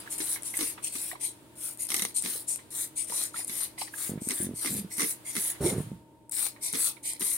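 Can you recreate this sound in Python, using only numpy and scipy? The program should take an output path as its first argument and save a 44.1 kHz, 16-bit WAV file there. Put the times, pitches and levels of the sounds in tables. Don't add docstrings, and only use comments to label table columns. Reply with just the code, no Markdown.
import sys
import numpy as np
from scipy import signal
from scipy.fft import rfft, irfft, next_fast_len
from scipy.io import wavfile
from scipy.ndimage import uniform_filter1d

SR = 44100
rng = np.random.default_rng(int(sys.argv[2]) if len(sys.argv) > 2 else 0)


def unload_wav(signal):
    wavfile.write(
        sys.argv[1],
        SR,
        np.round(np.clip(np.atleast_2d(signal).T, -1, 1) * 32767).astype(np.int16),
    )


N = 325017
TIME = np.arange(N) / SR


# t/s, faint hiss level/dB, fan whine level/dB
BACKGROUND_LEVELS = [(0, -49, -68), (1.45, -59.5, -77), (2.7, -59, -73), (5.2, -56, -73), (5.8, -48, -64),
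                     (6.05, -68, -67), (6.3, -71.5, -65), (6.6, -60.5, -66.5), (7.37, -66, -68)]
# f/Hz, level/dB
HUM_TONES = [(98, -76), (123, -64.5), (245, -84.5), (304, -62.5), (333, -64.5), (630, -74.5)]
# f/Hz, level/dB
AIR_SPECTRUM = [(20, -26.5), (50, 1.5), (85, 7), (120, -2.5), (175, 7.5), (340, 9), (480, 4), (630, 4),
                (760, -8.5), (920, 5.5), (1150, -18.5), (2500, -28), (5000, -71.5), (16000, -48)]
# f/Hz, level/dB
ROOM_HISS_SPECTRUM = [(600, -1.5), (1200, 0), (2100, -3.5), (3500, -4), (6000, -12), (9200, -2),
                      (12000, -10), (16000, -9.5)]
AIR_DB, WHINE_HZ = -60, 917

# start t/s, bumps, gap/s, level/dB, mean pitch f/Hz, ring t60/s
CREAK_RUNS = [(4.093, 5, .021, -19.5, 192, 0.034), (4.217, 2, 0.055, -19.5, 226, 0.028),
              (4.4, 1, .02, -19, 348, 0.045), (4.424, 5, .0215, -19.5, 206, 0.052),
              (4.535, 1, .02, -25, 200, .04), (4.706, 5, 0.02, -23.5, 212, 0.26),
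              (4.844, 1, .02, -23.5, 195, 0.09), (5.641, 2, 0.01763, -13.5, 387, 0.12),
              (5.722, 1, .02, -19, 246, 0.059), (5.78, 2, 0.021, -14.5, 148, 0.062),
              (5.915, 1, .02, -21.5, 152, 0.077)]
# start t/s, length/s, rumble level/dB, scrape level/dB, arch/dB,
# crest as share of the length
RUB_STROKES = [(4.084, .1, -47, -36, 8, 0.3), (4.395, 0.14, -45, -46.5, 0, 0.2),
               (4.689, 0.18, -41, -44, 3.5, 0.24), (5.6, 0.2, -26.5, -24, 4, 0.22),
               (5.82, 0.15, -36, -53, 9, 0.55)]
# f/Hz, level/dB
RUMBLE_SPECTRUM = [(25, -35), (60, 6), (110, 19.5), (200, 17.5), (320, -5), (600, -58)]
# f/Hz, level/dB
SCRAPE_SPECTRUM = [(150, -28), (300, -9), (400, -2.5), (520, -10), (750, -19), (1100, -25.5), (2000, -29.5),
                   (4000, -44)]
RUB_ATTACK_S, RUMBLE_FALL_DB_PER_S, SCRAPE_FALL_DB_PER_S = 0.0093, 218, 400
CREAK_ARCH_DB, CREAK_PITCH_SPREAD = 1.5, 0.12
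PUSH_S, PUSH_SPREAD = 0.0007, 0.12

# t/s, level/dB, initial pitch f/Hz
BUBBLE_POPS = [(0.075, -39, 1610), (1.114, -31, 1940), (1.13, -38, 740), (1.153, -36, 1010),
               (2.355, -42, 457), (3.099, -43, 460), (3.122, -34, 980), (3.342, -35, 1320),
               (3.392, -43, 735), (3.622, -42, 1290), (3.779, -47, 810), (3.817, -28, 814),
               (3.875, -39.5, 1930), (3.938, -36, 1670)]

# start t/s, slips, gap/s, crack level/dB, bottle thud level/dB
JUDDER_RUNS = [(0.2019, 1, .01, -22, -39.5), (0.5887, 3, .019, -17.5, -39.5), (0.9525, 1, .01, -26, -47.5),
               (1.9021, 1, .01, -19, -49.5), (1.9164, 3, 0.023, -14, -44.5), (1.9935, 3, .0272, -13, -45),
               (2.237, 4, 0.011, -22, -44), (3.096, 1, .01, -28, -53), (3.4945, 1, .01, -24, -47.5),
               (4.295, 3, .0105, -19, -40), (4.6459, 3, .0123, -18, -39), (4.9807, 6, 0.012, -15, -38),
               (5.3518, 3, 0.012, -17.5, -40.5), (6.7341, 3, 0.0095, -18, -40.5),
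               (7.207, 2, 0.0088, -19, -42.5)]
# t/s, level/dB
VALVE_SNAPS = [(0.1835, -19), (0.4224, -22), (0.432, -20.5), (0.5696, -11.5), (0.574, -12.5), (1.23, -34),
               (1.7733, -26), (1.8684, -19), (2.2224, -14.5), (2.5585, -18.5), (3.045, -21), (3.237, -12),
               (3.4462, -16.5), (3.479, -18), (4.2868, -11.5), (4.97, -21), (6.2948, -25), (6.321, -15.5),
               (6.728, -15), (7.1334, -19.5), (7.205, -24)]
# t/s, level/dB
TRIGGER_TICKS = [(0.0603, -38), (0.3594, -31), (0.5378, -32), (0.7773, -34), (0.8564, -51), (2.5878, -42.5),
                 (3.358, -34.5), (3.404, -36.5), (3.7784, -34), (4.178, -41.5), (5.5496, -42), (6.562, -43),
                 (6.9673, -42.5)]
# f/Hz, level/dB
SLIP_SPECTRUM = [(300, -28.5), (700, -31), (1200, 6.5), (1650, -41), (2080, 13), (2400, -17.5),
                 (2700, -1.5), (3300, 1), (3900, 6), (4900, -8), (6000, 4), (7200, -12), (9100, 11.5),
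                 (11000, -5.5), (16000, -11)]
# f/Hz, level/dB
SNAP_SPECTRUM = [(1000, -15), (3000, -18.5), (6500, -12), (9000, 11), (11000, 1), (16000, -20)]
# f/Hz, level/dB
TICK_SPECTRUM = [(400, -25.5), (1000, 6.5), (1500, -8.5), (2050, 7.5), (2700, -5.5), (3900, 0),
                 (6000, -34.5), (12000, -33)]
JUDDER_ARCH_DB = 8
SLIP_JITTER = 0.06

# start t/s, length/s, valve hiss level/dB, wet pump fizz level/dB, arch/dB,
# crest as share of the length
RETURN_STROKES = [(0.091, 0.042, -34.5, -50.5, -2.5, 0.43), (0.422, 0.086, -36.5, -48.5, 7.5, 0.59),
                  (0.818, 0.084, -34, -45, 4, 0.24), (1.189, 0.1, -34, -45, 9.5, .52),
                  (1.77, 0.073, -34.5, -48, 8, 0.74), (2.14, 0.027, -29.5, -47.5, -9.5, 0.68),
                  (2.463, 0.076, -31, -48, 2, 0.42), (2.95, .075, -33, -46.5, 4.5, 0.47),
                  (3.313, 0.12, -37, -45.5, 17.5, 0.64), (3.77, 0.083, -38, -42.5, 3.5, 0.39),
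                  (4.197, 0.094, -39, -55, 1.5, .75), (4.535, 0.063, -39, -50.5, 2, 0.81),
                  (4.893, 0.076, -39.5, -47, 3, 0.44), (5.237, 0.079, -38, -47, 5, 0.64),
                  (5.594, 0.15, -34, -40, 15.5, 0.53), (5.753, .07, -47.5, -65, 3, 0.56),
                  (6.603, 0.076, -31.5, -42, 4.5, 0.84), (7.02, 0.088, -32.5, -42, 5.5, 0.78)]
# f/Hz, level/dB
SUCTION_SPECTRUM = [(4000, -45.5), (6500, -18.5), (7500, -16.5), (8300, -9.5), (9050, -4), (9700, -9),
                    (10600, -14), (12000, -19.5), (13500, -24), (15800, -38)]
# f/Hz, level/dB
FIZZ_SPECTRUM = [(300, -33), (900, -2), (1550, -23), (2100, 3), (2800, -1.5), (4100, 8.5), (5100, 2.5),
                 (5800, 4.5), (7500, -37.5), (11000, -7.5)]
RETURN_ATTACK_S, VALVE_FALL_DB_PER_S, FIZZ_FALL_DB_PER_S = 0.019, 340, 221
RETURN_LEFT_DB = -0.5

# start t/s, length/s, nozzle mist level/dB, fin spatter level/dB,
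# arch of the effort/dB, crest as share of the length
SQUEEZE_STROKES = [(0, 0.0025, -36.5, -44.5, 3, 0.18), (0.179, 0.17, -31.5, -47, 1, 1),
                   (0.531, 0.181, -32, -46.5, 6.5, 0.59), (0.92, 0.19, -33.5, -48.5, 5, 0.58),
                   (1.553, 0.21, -34.5, -50, 21.5, 0.49), (1.884, 0.22, -33, -43.5, 7.5, 0.37),
                   (2.214, 0.21, -32.5, -46, 10.3, 0.48), (2.703, 0.14, -31.5, -48.5, 5, 0.81),
                   (3.069, 0.2, -30.5, -42, 11.5, 0.6), (3.469, 0.18, -32.5, -45.5, 4, 0.84),
                   (3.907, 0.2, -32, -45, 16, 0.64), (4.267, 0.18, -34, -49.5, 4, 0.71),
                   (4.61, 0.18, -34, -46, 0.1, 0.92), (4.965, 0.15, -31.5, -47.5, 1.5, 0.96),
                   (5.33, 0.179, -30.5, -42.5, 6, 0.72), (6.311, 0.16, -29.5, -43.5, 4.5, 0.73),
                   (6.722, 0.16, -26.5, -41, 4.5, 0.87), (7.194, 0.16, -30, -44.5, 3.2, 0.68)]
# f/Hz, level/dB
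MIST_SPECTRUM = [(3000, -34), (6000, -21.5), (7400, -13), (8300, -5.5), (9100, 0), (9800, -3.5),
                 (10800, -6), (12000, -11.5), (13500, -13), (15800, -19)]
# f/Hz, level/dB
SPATTER_SPECTRUM = [(100, -15), (300, -14.5), (600, -6.5), (1500, -5.5), (2100, -2), (2900, -3.5),
                    (3900, 5.5), (4800, 0), (6200, -2), (8000, -7.5), (12000, -35)]
SQUEEZE_ATTACK_S, MIST_FALL_DB_PER_S, SPATTER_FALL_DB_PER_S = 0.0017, 478, 318
DROPS_PER_S, DROP_DB = 140, 15.5

# t/s, left-minus-right level/dB
NOZZLE_PLACE = [(0, 5), (1.65, 5.5), (2.3, 6), (3.9, 5), (4.7, 4.5), (5.7, 2.5), (6.35, 7), (6.85, 5),
                (7.08, 2), (7.3, 7)]
# f/Hz, phase/rad
PORT_PHASE = [(20, 0.5), (150, 0.16), (300, 0.23), (600, 1.53), (1000, 1.63), (2000, 1.5), (3000, 6),
              (4500, 4.5), (7500, 6.5), (16000, 6.5)]
# f/Hz, left-minus-right level/dB
PORT_SHADE = [(100, -11), (300, -6.5), (700, -6), (1500, -6), (2500, -16), (4000, -4.5), (6000, -3.5),
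              (9000, 2.5), (13000, -11.5), (16000, 5)]
# f/Hz, level/dB
CABINET_REFLECTIONS = [(200, -9), (800, 9.5), (2500, 7), (5500, 17.5), (9000, -9.5), (15000, 1.5)]
# f/Hz, level/dB
HOLLOW_COLOUR = [(1100, -1), (2100, 3), (2700, -2.5), (3600, -5.5), (5500, 0)]
# t/s, amount
HOLLOW_AMOUNT = [(3.6, 0.57), (4.2, 1.24), (5.6, 1.4), (6.3, 0.66)]
EDGE_HZ = 15950


def amp(db):
    return 10 ** (np.asarray(db) / 20)


def evened(x):
    return x / np.sqrt(np.mean(x ** 2) + 1e-20)


def read(points, hz):
    f, value = np.transpose(points)
    return np.interp(np.log(hz + 1), np.log(f + 1), value)


def add(mix, s, sound):
    part = mix[:, max(round(s * SR), 0):][:, :sound.shape[-1]]
    part += sound[..., :part.shape[1]]


def coloured(x, spectrum):
    size = next_fast_len(len(x) + 2048)
    gain = amp(read(spectrum, np.fft.rfftfreq(size, 1 / SR)))
    return evened(irfft(rfft(x, size) * gain, size)[:len(x)])


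def wobble(count, hz):
    size = next_fast_len(count + SR // 10)
    lowpass = 1 / (1 + (np.fft.rfftfreq(size, 1 / SR) / hz) ** 4)
    return evened(irfft(rfft(rng.standard_normal(size)) * lowpass, size))[:count]


def grainy(count, grain_db, grain_hz, flutter_db=0, flutter_hz=60):
    level_db = grain_db * wobble(count, grain_hz) + flutter_db * wobble(count, flutter_hz)
    return rng.standard_normal(count) * amp(level_db)


def burst(spectrum, rise, t60):
    t = np.arange(SR // 20) / SR
    x = coloured(rng.standard_normal(len(t)), spectrum)
    x = x * (1 - np.exp(-(t / rise) ** 2)) * amp(-60 * t / t60)
    return x / abs(x).max()


def ring(hz, t60, rise, glide=0):
    t = np.arange(SR // 8) / SR
    phase = 2 * np.pi * np.cumsum(hz * 2 ** (glide * t)) / SR
    x = np.sin(phase) * (1 - np.exp(-t / rise)) * amp(-60 * t / t60)
    return x / abs(x).max()


def stroke(length, arch_db, crest, attack, fall_db_per_s):
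    t = np.arange(SR // 2) / SR
    sag_db = arch_db * (2 * (np.minimum(t / length, 1) - crest)) ** 2
    fall_db = fall_db_per_s * np.maximum(t - length, 0)
    return (1 - np.exp(-(t / attack) ** 2)) * amp(-sag_db - fall_db)


def stick_slip(start, count, gap, arch_db):
    k = np.arange(count)
    late = rng.standard_normal(count) * (k > 0)
    times = start + gap * (k + SLIP_JITTER * late)
    return zip(times, -arch_db * ((2 * k + 1) / count - 1) ** 2)


def pan_gains(s, left_db, shade_db=0):
    left_minus_right_db = np.interp(s, *np.transpose(NOZZLE_PLACE)) + left_db + shade_db
    return amp(np.array([[0.5], [-0.5]]) * left_minus_right_db)


def from_bottle(s, x, scatter_t60=0.18, scatter_db=0, left_db=0):
    size, margin = 4096, 64
    t, hz = np.arange(size) / SR, np.fft.rfftfreq(size, 1 / SR)
    scatter = rng.standard_normal((2, size)) * amp(-60 * t / scatter_t60)
    scatter = rfft(scatter / np.linalg.norm(scatter, axis=1, keepdims=True))
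    direct = np.array([np.ones(len(hz)), np.exp(-1j * read(PORT_PHASE, hz))])
    wet = amp(read(CABINET_REFLECTIONS, hz) + scatter_db)
    sides = pan_gains(s, left_db, read(PORT_SHADE, hz))
    direct_power = abs((sides * direct).mean(0)) ** 2
    scatter_power = wet ** 2 * (sides ** 2).mean(0) / 2
    centre = np.sqrt(direct_power + scatter_power)
    path = np.roll(irfft(sides * (direct + wet * scatter) / centre), margin, axis=1)
    return signal.fftconvolve(x[None], path, axes=1)[:, margin:]


def spitting(count, grain_db, grain_hz, flutter_db):
    drops = (rng.random(count) < DROPS_PER_S / SR) * rng.uniform(-0.9, 1, count)
    fine = evened(grainy(count, grain_db, grain_hz, flutter_db, flutter_hz=74))
    return fine + 2 * amp(DROP_DB) * drops


def hiss(s, level, spectrum, grain_db, grain_hz, flutter_db, cloud_db, left_db=0):
    spectrum = np.array(spectrum) * [1 + 0.02 * rng.standard_normal(), 1]
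    near, left, right = (
        level * coloured(spitting(len(level), grain_db, grain_hz, flutter_db), spectrum) for _ in range(3))
    out = from_bottle(s, near, scatter_t60=0.037, left_db=left_db)
    add(out, 0, amp(cloud_db) * pan_gains(s, left_db) * np.array([left, right]))
    return out


def shifting(x, depth_db):
    z = signal.stft(x, nperseg=256)[2]
    patches = rng.standard_normal(z.shape)
    for _ in range(2):
        patches = uniform_filter1d(patches, size=3, axis=1)
        patches = uniform_filter1d(patches, size=24, axis=2)
    gain = evened(amp(depth_db * evened(patches + patches.mean(0))))
    return signal.istft(z * gain, nperseg=256)[1][:, :N]


def aimed(x):
    hz, t, z = signal.stft(x, SR, nperseg=256)
    amount = np.interp(t, *np.transpose(HOLLOW_AMOUNT))
    gain = amp(read(HOLLOW_COLOUR, hz)[:, None] * amount)
    return signal.istft(z * gain, nperseg=256)[1][:, :N]


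def room(x, t60):
    t = np.arange(SR // 2) / SR
    tail = rng.standard_normal((2, len(t))) * amp(-60 * t / t60) * (1 - np.exp(-t / 0.0014))
    return signal.fftconvolve(x, tail / np.linalg.norm(tail[0]), axes=1)[:, :N]


def machine():
    s, *levels = np.transpose(BACKGROUND_LEVELS)
    hiss_gain, whine_gain = (amp(np.interp(TIME, s, db)) for db in levels)
    shared, left, right = (coloured(rng.standard_normal(N), AIR_SPECTRUM) for _ in range(3))
    air = amp(AIR_DB) * (0.91 * shared + 0.66 * np.array([left, right]))
    room_noise = np.array([coloured(rng.standard_normal(N), ROOM_HISS_SPECTRUM) for _ in range(2)])
    hum = np.zeros(N)
    for hz, db in HUM_TONES:
        phase = 2 * np.pi * hz * TIME + 2.0 * wobble(N, hz=8.6)
        hum += amp(db) * np.sqrt(2) * np.sin(phase)
    whine_phase = 2 * np.pi * WHINE_HZ * TIME + 1.3 * wobble(N, hz=16)
    whine = whine_gain * np.sqrt(2) * np.sin(whine_phase)
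    background_gain = (hiss_gain / np.median(hiss_gain)) ** 0.17
    return background_gain * (air + hum) + hiss_gain * room_noise + whine


def creaks():
    out = np.zeros((2, N))
    case = signal.butter(2, [105, 800], "bandpass", fs=SR, output="sos")
    for start, count, gap, peak_db, hz, t60 in CREAK_RUNS:
        for s, db in stick_slip(start, count, gap, CREAK_ARCH_DB):
            pitch = hz * np.exp(CREAK_PITCH_SPREAD * rng.standard_normal())
            body = ring(pitch, t60=t60, rise=0.0022)
            t = np.arange(len(body)) / SR
            width = PUSH_S * np.exp(PUSH_SPREAD * rng.standard_normal())
            push = np.exp(-(t / width - 3) ** 2)
            bump = signal.sosfilt(case, push + 0.5 * body)
            add(out, s, amp(peak_db + db - 7.0) * bump / abs(bump).max())
    return out


def rubs():
    out = np.zeros((2, N))
    for s, length, rumble_db, scrape_db, arch_db, crest in RUB_STROKES:
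        rumble = amp(rumble_db - 6) * stroke(length, arch_db, crest, RUB_ATTACK_S, RUMBLE_FALL_DB_PER_S)
        scrape = amp(scrape_db - 9.5) * stroke(length, arch_db, crest, RUB_ATTACK_S, SCRAPE_FALL_DB_PER_S)
        rumble_noise = grainy(len(rumble), grain_db=3.5, grain_hz=89.5)
        scrape_noise = grainy(len(scrape), grain_db=1.0, grain_hz=150)
        add(out, s, rumble * coloured(rumble_noise, RUMBLE_SPECTRUM))
        add(out, s, scrape * coloured(scrape_noise, SCRAPE_SPECTRUM))
    return out


def handling():
    return (creaks() + rubs()) * amp([[-1.2], [1.2]])


def slosh():
    out = np.zeros((2, N))
    for s, db, hz in BUBBLE_POPS:
        bubble = amp(db + 1) * ring(hz, t60=0.02, rise=0.0008, glide=2.5)
        splash = amp(db - 3) * burst(TICK_SPECTRUM, rise=0.0009, t60=0.018)
        add(out, s, from_bottle(s, bubble, scatter_t60=0.03, scatter_db=-6))
        add(out, s, from_bottle(s, splash, scatter_t60=0.085))
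    return out


def judders():
    out = np.zeros((2, N))
    for start, count, gap, crack_db, thud_db in JUDDER_RUNS:
        for s, db in stick_slip(start, count, gap, JUDDER_ARCH_DB):
            low = ring(hz=250 * rng.uniform(0.767, 1.314), t60=0.041, rise=0.007)
            high = ring(hz=400 * rng.uniform(0.797, 1.176), t60=0.074, rise=0.00097)
            thud = amp(thud_db + db + 7.5) * (low + 0.56 * high)
            slip = amp(crack_db + db - 3) * burst(SLIP_SPECTRUM, rise=0.0007, t60=0.028)
            gush = amp(thud_db + db + 10.5) * burst(SPATTER_SPECTRUM, rise=0.0051, t60=0.069)
            catch = amp(crack_db + db + 1) * burst(SLIP_SPECTRUM, rise=0.0001, t60=0.004)
            add(out, s, from_bottle(s, thud))
            add(out, s, from_bottle(s, slip, scatter_t60=0.035))
            add(out, s, from_bottle(s, gush, scatter_t60=0.077))
            add(out, s + 0.0015, from_bottle(s, catch, scatter_t60=0.012, scatter_db=-4))
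    return out


def clicks():
    out = np.zeros((2, N))
    for s, db in VALVE_SNAPS:
        snap = amp(db - 3.5) * burst(SNAP_SPECTRUM, rise=0.00076, t60=0.0072)
        add(out, s, from_bottle(s, snap, scatter_t60=0.015))
    for s, db in TRIGGER_TICKS:
        tick = amp(db + 2.5) * burst(TICK_SPECTRUM, rise=0.0005, t60=0.016)
        add(out, s, from_bottle(s, tick, scatter_t60=0.11))
    return out


def returns():
    out = np.zeros((2, N))
    for s, length, valve_db, fizz_db, arch_db, crest in RETURN_STROKES:
        valve = amp(valve_db) * stroke(length, arch_db, crest, RETURN_ATTACK_S, VALVE_FALL_DB_PER_S)
        fizz = amp(fizz_db) * stroke(length, arch_db, crest, RETURN_ATTACK_S, FIZZ_FALL_DB_PER_S)
        middle = s + length / 2
        add(out, s, hiss(middle, valve, SUCTION_SPECTRUM, grain_db=2.0, grain_hz=700,
                         flutter_db=2.0, cloud_db=-2, left_db=RETURN_LEFT_DB))
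        add(out, s, hiss(middle, fizz, FIZZ_SPECTRUM, grain_db=3.5, grain_hz=800,
                         flutter_db=2.5, cloud_db=-3, left_db=RETURN_LEFT_DB))
    return out


def squirts():
    out = np.zeros((2, N))
    for s, length, mist_db, spatter_db, arch_db, crest in SQUEEZE_STROKES:
        mist = amp(mist_db) * stroke(length, arch_db, crest, SQUEEZE_ATTACK_S, MIST_FALL_DB_PER_S)
        spatter = amp(spatter_db) * stroke(length, arch_db, crest, SQUEEZE_ATTACK_S, SPATTER_FALL_DB_PER_S)
        middle = s + length / 2
        add(out, s, hiss(middle, mist, MIST_SPECTRUM, grain_db=-1.0, grain_hz=897,
                         flutter_db=1.2, cloud_db=-10))
        add(out, s, hiss(middle, spatter, SPATTER_SPECTRUM, grain_db=6.5, grain_hz=1177,
                         flutter_db=0.0, cloud_db=-1.5))
    return out


def scene():
    background = machine() + handling()
    spray = shifting(squirts() + returns(), depth_db=2.9)
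    bottle = aimed(spray + judders() + clicks()) + slosh()
    echo = amp(-18) * room(bottle, t60=0.3)
    return background + bottle + echo


def record(dry):
    lowpass = signal.firwin(511, EDGE_HZ, window=("kaiser", 9), fs=SR)
    return signal.oaconvolve(dry, lowpass[None], "same")


dry = scene()
out = record(dry)
unload_wav(out)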